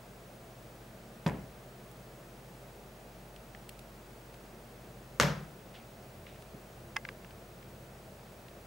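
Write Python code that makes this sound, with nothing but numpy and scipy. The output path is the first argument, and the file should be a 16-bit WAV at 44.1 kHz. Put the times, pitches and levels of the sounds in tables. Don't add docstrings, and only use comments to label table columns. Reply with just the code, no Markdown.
import sys
import numpy as np
from scipy import signal
from scipy.fft import rfft, irfft, next_fast_len
from scipy.io import wavfile
from scipy.ndimage import map_coordinates

SR = 44100
rng = np.random.default_rng(int(sys.argv[2]) if len(sys.argv) > 2 else 0)


def store_pcm(level_fs):
    pcm = np.round(np.clip(level_fs, -1, 1) * 32767).astype(np.int16)
    wavfile.write(sys.argv[1], SR, np.atleast_2d(pcm).T)


N = 381906
HIT = np.arange(SR) / SR


# f/Hz, level/dB
CUSHION_BLOW = [(30, -15), (80, 1), (180, 7), (290, 10.5), (380, 3.5), (520, 5), (750, 1.5), (950, 2.5),
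                (1300, -6.5), (1650, -1), (2050, -6.5), (2450, -6.5), (3500, -17.5), (7000, -28),
                (11500, -30), (15000, -41)]
# t/s, level/dB, t60/s, centre f/Hz
FUR_BRUSHES = [(1.262, -41.5, 0.056, 3000), (1.276, -47.5, 0.067, 5800)]
def cushion_stamp(s):
    path = room_path(walls_db=0.5, tail_db=1.6) + second_foot(lag_s=0.0131, db=1.5, smear_s=0.4)
    thump = stamp(s, CUSHION_BLOW, path, room_boom("cushion"))
    thud = recoil(s, hz=164, db=-19, t60=0.11, rise_s=0.0013)
    cloth = friction(FUR_BRUSHES, rise_s=0.0015, octaves=0.96)
    return pan(0.68) * (thump + thud + cloth)


# f/Hz, level/dB
FLOOR_BLOW = [(30, -3), (80, 8), (190, 17), (310, 3.5), (560, 13), (900, 9), (1400, 14.5), (2500, 6.5),
              (4000, 3.5), (6500, 4.5), (9000, -5.5), (12500, -13), (15500, -33)]
def floor_stamp(s):
    path = room_path(walls_db=-5, tail_db=3) + second_foot(lag_s=0.0012, db=-0.5, smear_s=0.00013)
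    slap = stamp(s, FLOOR_BLOW, path, room_boom("floor"))
    clack = recoil(s, hz=1300, db=-8, t60=0.0073, rise_s=0.00091)
    return pan(1.4) * (slap + clack)


def stamp(s, blow, path, boom):
    out = np.zeros((2, N))
    add(out, s, signal.fftconvolve(path, pulse(blow)[None], axes=1))
    add(out, s, boom)
    return out


def second_foot(lag_s, db, smear_s):
    out = np.zeros(SR)
    push = np.exp(-HIT / smear_s)
    add(out, lag_s, -amp(db) * push / push.sum())
    return out


def recoil(s, hz, db, t60, rise_s):
    out = np.zeros(N)
    sag = dying(t60) * np.sin(2 * np.pi * hz * HIT) * rising(rise_s)
    add(out, s, amp(db) * np.gradient(sag, HIT) / (2 * np.pi * hz))
    return out


# f/Hz, t60/s, level/dB from the cushion, level/dB from the floor
ROOM_MODES = [(62.2, 0.76, -41, -38.5), (100.7, 0.75, -47, -44), (128, 0.55, -36.5, -50),
              (140.6, 0.65, -47, -27.5), (157.7, 0.75, -38, -28.5), (196.3, .66, -37.5, -29.5),
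              (219, 0.56, -41, -42), (406, 0.31, -39, -49), (511, 0.33, -47, -34), (567, 0.39, -50, -40),
              (584, 0.31, -47, -32), (679, .3, -42, -39)]
def room_boom(place):
    boom = np.zeros(SR)
    for hz, t60, cushion_db, floor_db in ROOM_MODES:
        db = cushion_db if place == "cushion" else floor_db
        boom += amp(db) * dying(t60) * np.sin(2 * np.pi * hz * HIT)
    return boom * rising(0.006)


# delay t/s, level/dB
WALL_ECHOES = [(.0031, -2.5), (.0089, -16), (.0112, -2.5), (0.013, -6), (.0253, -6), (0.033, -6)]
def room_path(walls_db, tail_db):
    path = amp(tail_db) * room_tail(build_s=0.003)
    path[:, 0] += 1
    for delay, db in WALL_ECHOES:
        echo = stereo_noise(TAIL_LIKENESS, size=256) * dying(0.009, HIT[:256])
        add(path, delay, amp(db + walls_db) * echo / np.linalg.norm(echo[0]))
    return path


# f/Hz, t60/s
TAIL_T60 = [(80, .7), (210, 0.5), (560, 0.51), (1470, 0.46), (3880, 0.41), (10000, 0.32)]
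# f/Hz, level/dB
TAIL_SPECTRUM = [(40, -3), (150, 3), (300, 6), (600, 4.5), (1400, 1.5), (3000, -0.5), (5500, -1.5),
                 (9000, -7), (15000, 10)]
# f/Hz, left-right likeness
TAIL_LIKENESS = [(60, .99), (180, 0.86), (500, 0.7), (1650, .66), (5000, 0.76), (8000, .93), (10000, 1)]
def room_tail(build_s):
    hz, t, bands = signal.stft(stereo_noise(TAIL_LIKENESS, SR), SR, nperseg=256)
    decay = dying(along(TAIL_T60, hz)[:, None], t)
    decay /= np.sqrt(SR * np.mean(decay ** 2, axis=1, keepdims=True))
    tail = signal.istft(bands * decay, SR, nperseg=256)[1][:, :SR]
    build = 1 - np.exp(-(HIT / build_s) ** 2)
    return filtered(tail, lambda f: amp(along(TAIL_SPECTRUM, f))) * build


# t/s, level/dB, left-right/dB, share of the case's t60, treble edge f/Hz
CASE_CREAKS = [(3.5483, -39.5, 0, 0.2, 7000), (6.9615, -29, 0, 0.46, 4000), (6.9649, -20.5, 0.5, 1, 12000),
               (7.0506, -29.5, 3, .4, 4100), (7.0882, -26.5, 1, 0.2, 4580), (7.246, -39, -1, 0.34, 4200)]
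# f/Hz, level/dB, t60/s
CASE_MODES = [(866, -10.5, 0.038), (1115, -16.5, 0.053), (1380, -8.5, .025), (1650, -8, 0.038),
              (2055, -5.5, 0.046), (2620, -13, 0.03), (2920, -18, .015), (5100, -8, 0.014),
              (10500, -21, .018)]
# f/Hz, level/dB
SLIP_SPECTRUM = [(450, -25), (900, -13), (1600, 4.5), (3200, -4), (4200, -13.5), (5500, -8.5), (8000, -21),
                 (15000, -30)]
def case_creaks():
    out, t = np.zeros((2, N)), HIT[:SR // 10]
    for s, db, side_db, ring, edge_hz in CASE_CREAKS:
        body = np.zeros((2, len(t)))
        for hz, mode_db, t60 in CASE_MODES:
            envelope = amp(mode_db + rng.normal(0, 0.89)) * dying(t60 * ring, t)
            body += envelope * np.sin(2 * np.pi * (hz * t + rng.random()) + rng.normal(0, 0.4, (2, 1)))
        slip = filtered(stereo_noise([(1000, 0.61)], len(t)), lambda f: amp(along(SLIP_SPECTRUM, f)))
        snap = (body + amp(-2) * unit(slip) * dying(0.017, t)) * rising(0.00067, t)
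        dulled = filtered(snap, lambda f: 1 / np.sqrt(1 + (f / edge_hz) ** 6))
        add(out, s, amp(db) * pan(side_db) * dulled)
    return out


# t/s, level/dB, treble tilt/(dB per octave)
LIGHT_TICKS = [(1.914, -53, 2), (3.3625, -48, -7), (3.6922, -38.5, -0.5), (3.7924, -45.5, -2),
               (4.3425, -48.5, -9), (6.268, -46, -17), (6.423, -48, -4.5), (7.3072, -48, -7),
               (7.627, -47.5, -10), (8.4838, -48, -11)]
# f/Hz, level/dB
TICK_SPECTRUM = [(500, -40), (1200, -13), (2000, -1), (3200, 3.5), (4500, -0.5), (6300, -5), (9500, 0.5),
                 (15000, -5)]
def ticks():
    out, t = np.zeros((2, N)), HIT[:SR // 10]
    for s, db, tilt_db in LIGHT_TICKS:
        colour = lambda f: amp(along(TICK_SPECTRUM, f) + tilt_db * np.log2(np.maximum(f, 1500) / 3000))
        noise = filtered(stereo_noise([(1000, 0.66)], len(t)), colour)
        add(out, s, amp(db) * unit(noise) * dying(0.02, t))
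    return out


# t/s, level/dB, t60/s, centre f/Hz
FINGER_RUBS = [(5.738, -50, 0.28, 2460), (6.262, -57, .55, 2400), (6.534, -41, 0.12, 230)]
def finger_rubs():
    return friction(FINGER_RUBS, rise_s=0.006, octaves=0.94)


def friction(strokes, rise_s, octaves):
    out = np.zeros((2, N))
    for s, db, t60, centre_hz in strokes:
        hiss = band(stereo_noise([(1000, 0.89)], SR), centre_hz, octaves)
        grain = amp(3.7 * wobble(250, size=SR))
        add(out, s, amp(db) * unit(hiss * grain) * dying(t60) * rising(rise_s))
    return out


def grip_rumble(start_s, attack_s=0.15, db=-62.5, ease_db_per_s=1, sway_db=2):
    t = np.maximum(np.arange(N) / SR - start_s, 0)
    level_db = db - ease_db_per_s * t + sway_db * wobble(5)
    rumble = band(rng.standard_normal(N), centre_hz=87, octaves=0.19)
    return amp(level_db) * np.minimum(t / attack_s, 1) * unit(rumble)


# f/Hz, relative level/dB
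AIR_SPECTRUM = [(20, -16), (42, -9), (65, -3.5), (90, -7.5), (140, -1), (200, 2), (280, -7), (350, -1.5),
                (470, -3.5), (620, -2), (1000, -11.5), (1400, -12.5), (3700, -21.5), (15500, -28.5)]
# f/Hz, left-right likeness
AIR_LIKENESS = [(60, 1.0), (120, 1.0), (240, 0.98), (480, 0.93), (950, 0.7), (1890, 0.34), (3770, 0.47),
                (7520, 0.93), (15000, 1.0)]
def room_air():
    colour = lambda f: amp(along(AIR_SPECTRUM, f) + 2.2 * np.exp(-((f - 2575) / 70) ** 2))
    return amp(-52.5) * unit(filtered(stereo_noise(AIR_LIKENESS, N), colour))


# f/Hz, rms level/dB, waver/dB
HUM_LINES = [(49.4, -61.5, 1.5), (119.5, -62, 1.5), (132.2, -63.5, 3), (189, -76.5, 2), (224.4, -71.5, 3.5),
             (15625, -71.5, 1)]
def appliance_hum():
    out, t = np.zeros(N), np.arange(N) / SR
    for hz, db, waver_db in HUM_LINES:
        peak = np.sqrt(2) * amp(db + waver_db * wobble(3.08))
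        out += peak * np.sin(2 * np.pi * (hz * t + rng.random()) + 0.11 * wobble(2.06))
    return out


def amp(db):
    return 10 ** (np.asarray(db) / 20)


def unit(x):
    return x / np.sqrt(np.mean(x ** 2) + 1e-20)


def along(points, hz):
    f, v = np.transpose(points)
    return np.interp(np.log(hz + 1), np.log(f + 1), v)


def filtered(x, response):
    n = x.shape[-1]
    m = next_fast_len(n + 8192)
    return irfft(rfft(x, m) * response(np.fft.rfftfreq(m, 1 / SR)), m)[..., :n]


def band(x, centre_hz, octaves):
    return filtered(x, lambda f: np.exp(-(np.log2((f + 1) / centre_hz) / octaves) ** 2))


def pulse(spectrum, size=4096):
    gain = amp(along(spectrum, np.fft.rfftfreq(size, 1 / SR)))
    cepstrum = irfft(np.log(gain))
    cepstrum[1:size // 2] *= 2
    cepstrum[size // 2 + 1:] = 0
    return irfft(np.exp(rfft(cepstrum)))


def stereo_noise(likeness, size):
    turn = lambda hz: np.arccos(np.clip(along(likeness, hz), -1, 1)) / 2
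    shares = lambda hz: np.array([np.cos(turn(hz)), np.sin(turn(hz))])
    mid, side = filtered(rng.standard_normal((2, size)), shares)
    return np.array([mid + side, mid - side])


def wobble(rate, size=N):
    knots = rng.standard_normal(int(size * rate / SR) + 4)
    fine = np.arange(0, len(knots) - 1, 1 / 10)
    return np.interp(np.arange(size) * rate / SR, fine, map_coordinates(knots, [fine]))


def rising(rise_s, t=HIT):
    return 1 - np.exp(-t / rise_s)


def dying(t60, t=HIT):
    return amp(-60 * t / t60)


def pan(db):
    return amp([[db / 2], [-db / 2]])


def add(track, s, sound):
    part = track[..., round(s * SR):][..., :sound.shape[-1]]
    part += sound[..., :part.shape[-1]]


def scene():
    handling = case_creaks() + ticks() + finger_rubs() + grip_rumble(start_s=5.5)
    rabbit = cushion_stamp(s=1.2632) + floor_stamp(s=5.1998)
    room_tone = pan(0.35) * (room_air() + appliance_hum())
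    return rabbit + handling + room_tone


def record(dry):
    return filtered(dry, lambda hz: hz < 15830)


dry = scene()
out = record(dry)
store_pcm(out)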